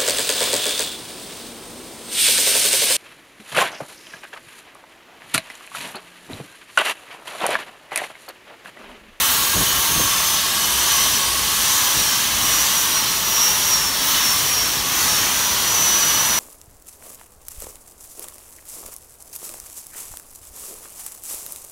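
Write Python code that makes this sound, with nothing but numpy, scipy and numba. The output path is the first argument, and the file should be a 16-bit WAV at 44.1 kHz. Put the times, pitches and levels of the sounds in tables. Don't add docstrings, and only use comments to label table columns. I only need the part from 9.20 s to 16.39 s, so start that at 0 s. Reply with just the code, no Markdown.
import sys
import numpy as np
from scipy import signal
from scipy.fft import rfft, irfft, next_fast_len
from scipy.io import wavfile
from scipy.ndimage import uniform_filter1d
from numba import njit

SR = 44100
rng = np.random.default_rng(int(sys.argv[2]) if len(sys.argv) > 2 else 0)


def int16_out(signal):
    q = np.round(np.clip(np.atleast_2d(signal).T, -1, 1) * 32767)
    wavfile.write(sys.argv[1], SR, q.astype(np.int16))


N = 317079

# t/s, cooling air/dB, slab drone/dB, slab ring/dB, spray tilt/(dB per octave)
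STANCE = [(0, -3.5, 0.5, -25, 7), (.9, 0.5, 1, -24.5, 4.5), (1.9, 0.5, .5, -24, 2),
          (2.6, -0.5, -0.5, -26, 2.5), (3.5, -0.5, -.5, -30, 2.5), (4.66, 1.5, 0, -39.5, 3.5),
          (5.9, 1.5, .5, -34, 3), (7.19, -1.5, 1.5, -30.5, 2.5)]
# t/s, level/dB
NEARNESS = [(0, 1), (.3, -1), (1.05, -0.5), (1.31, -2.5), (1.72, 1), (2.1, -2), (2.55, 1.5), (3.1, -0.5),
            (3.38, 1.5), (4.02, -1.5), (4.24, 1.5), (4.37, -0.5), (4.5, .5), (4.72, -2.5), (4.94, 1),
            (5.64, -2.5), (5.81, 1), (6.39, -1), (6.59, 0), (7.19, -.5)]


def undb(db):
    return 10 ** (np.asarray(db) / 20)


def unit(x):
    return x / np.sqrt(np.mean(x ** 2))


def curves(table):
    times, *columns = np.transpose(table)
    return [np.interp(np.arange(N) / SR, times, column) for column in columns]


@njit
def bandpass(x, hz, width):
    y, band_state, low_state = np.empty(len(x)), 0., 0.
    for i in range(len(x)):
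        g, damping = np.tan(np.pi * hz[i] / SR), width / hz[i]
        band = (band_state + g * (x[i] - low_state)) / (1 + g * (g + damping))
        band_state = 2 * band - band_state
        low_state += 2 * g * band
        y[i] = damping * band
    return y


def wander(rate_hz):
    hold = int(SR / rate_hz)
    steps = np.repeat(rng.standard_normal(N // hold + 1), hold)
    return unit(uniform_filter1d(uniform_filter1d(steps, hold), hold)[:N])


def hiss(spectrum, flicker_db, rate_hz, tilt_db=0):
    hz, db = np.transpose(spectrum)
    size = next_fast_len(N)
    octave = np.log2(np.maximum(np.arange(size // 2 + 1) * SR / size, 1))
    colour = undb(np.interp(octave, np.log2(hz), db, left=-99, right=-99))
    shaped = rfft(rng.standard_normal(size)) * colour
    centres = np.arange(np.log2(hz[0]), np.log2(hz[-1]) + 1 / 3, 1 / 3)
    out = 0
    for centre in centres:
        band = irfft(shaped * np.clip(1 - 3 * np.abs(octave - centre), 0, 1), size)[:N]
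        out += band * undb(flicker_db * wander(rate_hz) + tilt_db * (centre - centres.mean()))
    return out / np.std(irfft(shaped, size))


def resonate(modes, drift, flicker_db, rate_hz):
    out = 0
    for hz, width, db in modes:
        centre = hz * (1 + drift * wander(2.91))
        tone = rng.standard_normal(N)
        for _ in range(2):
            tone = bandpass(tone, centre, 1.54 * width)
        out += unit(tone) * np.sqrt(width) * undb(db + flicker_db * wander(rate_hz))
    return unit(out)


def burst(middle_s, length_s, hz, width, db, glide, order):
    out, n = np.zeros(N), int(length_s * SR)
    pitch = hz * (1 + glide * np.linspace(-.5, .5, n))
    tone = rng.standard_normal(SR)[:n]
    for _ in range(order):
        tone = bandpass(tone, pitch, float(width))
    start = int(middle_s * SR) - n // 2
    out[start:start + n] = undb(db) * np.sin(np.linspace(0, np.pi, n)) * unit(tone)
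    return out


def stroke_gain(db, depth):
    return undb(db + depth * curves(NEARNESS)[0])


def shop():
    spectrum = [(15, -37), (25, -4), (124, -0.5), (345, -3.5), (557, -8), (600, -4.5), (900, -6),
                (1170, -18), (1980, -120)]
    rumble_ride = [(0, -0.5), (4.5, 0), (6.2, 2), (7.19, 1.5)]
    hum_swells = [(1.3, .5, -48), (2.07, .37, -41), (3.07, .37, -46)]
    t, fade_s = np.arange(N) / SR, .08
    hum_hz = 57.5 * (1 + .06 * wander(12))
    hum_gain = undb(-51.5)
    for start, length, db in hum_swells:
        inside_s = np.minimum(t - start, start + length - t)
        hum_gain += undb(db) * np.clip(inside_s / fade_s + .5, 0, 1)
    hum_gain *= undb(3.2 * wander(11))
    hum = np.sqrt(2) * hum_gain * np.sin(2 * np.pi * np.cumsum(hum_hz) / SR)
    rumble = undb(-35.5 + curves(rumble_ride)[0]) * hiss(spectrum, flicker_db=1.6, rate_hz=6)
    return rumble + hum


def wind():
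    puffs = [(.37, .05, -21.5), (.41, 0.071, -22.5), (0.498, 0.13, -35.5), (0.576, 0.06, -32),
             (0.716, .06, -26.5), (.77, .05, -24.5), (.805, 0.031, -20.5), (.84, .07, -28.5),
             (2.79, .09, -28.5), (3.2, .4, -38), (5.59, .07, -32)]
    out, weakest_db = 0, min(db for _, _, db in puffs)
    for middle, length, db in puffs:
        opening_hz = 3.5 * (db - weakest_db)
        out += burst(middle, length, hz=60 + opening_hz / 2, width=110 + opening_hz,
                     db=db, glide=-.3, order=1)
    return signal.sosfilt(signal.butter(2, 700, fs=SR, output="sos"), out)


def reflections(x):
    echoes = [(2.3, .3, -16), (4.7, .35, -14), (7.3, .4, -14), (11.3, .4, -15)]
    now, out = np.arange(N), x.copy()
    for delay_ms, wander_ms, db in echoes:
        delay = (delay_ms + wander_ms * wander(4)) * SR / 1000
        out += undb(db) * np.interp(now - delay, now, x)
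    return out * np.std(x) / np.std(out)


def slab_ring():
    modes = [(1108, 35, 1), (1630, 45, -6), (2970, 60, -3), (3140, 70, -2), (3540, 50, -5), (3775, 40, -3),
             (4060, 50, -6), (4380, 45, -2), (4780, 40, -6), (5225, 40, -3), (5880, 45, -5), (6830, 70, -8),
             (7110, 50, -7), (7770, 55, -7), (8380, 80, -5), (8720, 120, -8), (9250, 80, -7),
             (10000, 110, -6), (11200, 200, -8), (11900, 90, -8), (12500, 120, -8)]
    return resonate(modes, drift=.002, flicker_db=2.2, rate_hz=7)


def slab_drone():
    spectrum = [(290, -31), (500, -13.5), (764, -14), (843, -5.5), (1110, -1), (1390, -5.5), (1660, -4.5),
                (2330, -9.5), (2700, -8), (3510, -26), (5940, -120)]
    return stroke_gain(-27.5, depth=.97) * hiss(spectrum, flicker_db=.75, rate_hz=6)


def cooling_air():
    modes = [(5960, 250, 3), (6220, 230, -1), (6820, 510, -4), (5480, 550, -5.5), (11660, 430, -10)]
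    return stroke_gain(-26, depth=1.9) * resonate(modes, drift=.006, flicker_db=1.2, rate_hz=9)


def water_spray(tilt_db):
    spectrum = [(2940, -37), (5000, -7.5), (5830, -4), (7440, -7.5), (9730, -6.5), (10600, -9.5),
                (12100, -8.5), (15100, -9.5), (15700, -11)]
    return stroke_gain(-24, depth=1.2) * hiss(spectrum, flicker_db=.95, rate_hz=12, tilt_db=tilt_db)


def pad_squeals():
    squeals = [(.5, .22, 3540, 0, -34), (1.15, .25, 5225, 0, -35), (1.75, .3, 5905, -1.5, -32),
               (1.81, .1, 2060, 0, -33), (2.9, .15, 3100, 0, -32), (3.3, .25, 2945, 1, -33),
               (3.68, .15, 2915, -2.4, -32), (3.85, .4, 4170, 0, -33), (3.85, .3, 14215, 1, -35),
               (3.9, .3, 10475, -2.4, -35), (4.38, .14, 10725, -.5, -31), (4.88, .18, 15425, -3, -30),
               (4.88, .12, 10200, -1, -31), (4.9, .2, 13925, -3.2, -30), (4.8, .15, 4650, -5, -35),
               (4.92, .12, 4100, -2.4, -32), (4.95, .2, 3015, -1, -32), (5.33, .13, 10800, 0, -30),
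               (5.82, .1, 11200, 0, -32), (5.83, .1, 4425, -1, -31), (6.8, .6, 4575, 0, -34)]
    return sum(burst(middle, length, hz, width=hz * .0036 / length, db=db, glide=percent / 100, order=2)
               for middle, length, hz, percent, db in squeals)


def pad_grind():
    spectrum = [(1180, -44), (2000, -4.5), (2330, -7), (3060, 1.5), (4480, -0.5), (4910, -5.5), (5400, -4),
                (7020, -42), (11900, -120)]
    return stroke_gain(-25, depth=.65) * hiss(spectrum, flicker_db=1, rate_hz=11)


def motor():
    speed = [(0, 6730), (.54, 6547), (.9, 6275), (1.06, 6265), (1.24, 6132), (1.58, 6135), (1.73, 6015),
             (1.9, 6004), (2.12, 5697), (2.34, 5796), (2.56, 5705), (2.75, 5737), (2.99, 5510), (3.2, 5709),
             (3.44, 5704), (3.62, 5820), (3.87, 5625), (4.07, 5738), (4.27, 5608), (4.45, 5718),
             (4.71, 5415), (4.88, 5535), (5.1, 5468), (5.32, 5655), (5.57, 5468), (5.98, 5560),
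             (6.19, 5795), (6.37, 5795), (6.6, 5935), (6.85, 5888), (7.19, 5890)]
    whine_ride = [(0, -46), (.37, -32), (.7, -32), (.79, -25), (.88, -29), (1.04, -28), (1.2, -29),
                  (1.26, -44), (1.52, -44), (1.6, -31), (1.73, -27), (2.02, -26), (2.14, -46), (2.48, -31),
                  (2.6, -39), (2.76, -31), (2.96, -27), (3.04, -46), (3.2, -33), (3.4, -22), (3.5, -42),
                  (3.58, -25), (3.65, -35), (3.76, -23), (3.86, -37), (3.91, -31), (4.02, -42),
                  (4.08, -26.5), (4.26, -18.5), (4.39, -34), (4.52, -20), (4.94, -40.5), (5.01, -28),
                  (5.1, -21), (5.22, -37), (5.34, -21), (5.5, -30), (5.82, -46), (5.89, -28), (5.98, -27),
                  (6.12, -42), (6.25, -26), (6.36, -37), (6.44, -27), (6.57, -19.5), (7.19, -23)]
    partials = [(.5, -17), (1, 0), (1.058, -15), (2, -22)]
    inertia_s, wobble = .05, .0016
    hz = uniform_filter1d(curves(speed)[0], int(inertia_s * SR))
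    phase = 2 * np.pi * np.cumsum(hz * (1 + wobble * wander(90))) / SR
    tones = sum(undb(db + 1.8 * wander(60)) * np.sin(multiple * phase) for multiple, db in partials)
    return np.sqrt(2) * undb(curves(whine_ride)[0]) * tones


def polisher():
    air_db, drone_db, ring_db, spray_tilt_db = curves(STANCE)
    whine = motor()
    wash = water_spray(spray_tilt_db) + undb(air_db) * cooling_air()
    body = pad_grind() + undb(drone_db) * slab_drone()
    ring = undb(ring_db) * slab_ring()
    return whine + ring + reflections(wash + body) + pad_squeals()


def scene():
    mono = polisher() + shop() + wind()
    return np.array([mono, mono])


def record(dry):
    low_cut_hz, high_cut_hz = 36, 15750
    thinned = signal.sosfilt(signal.butter(3, low_cut_hz, "high", fs=SR, output="sos"), dry)
    return signal.sosfilt(signal.ellip(12, .2, 80, high_cut_hz, fs=SR, output="sos"), thinned)


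dry = scene()
out = record(dry)
int16_out(out)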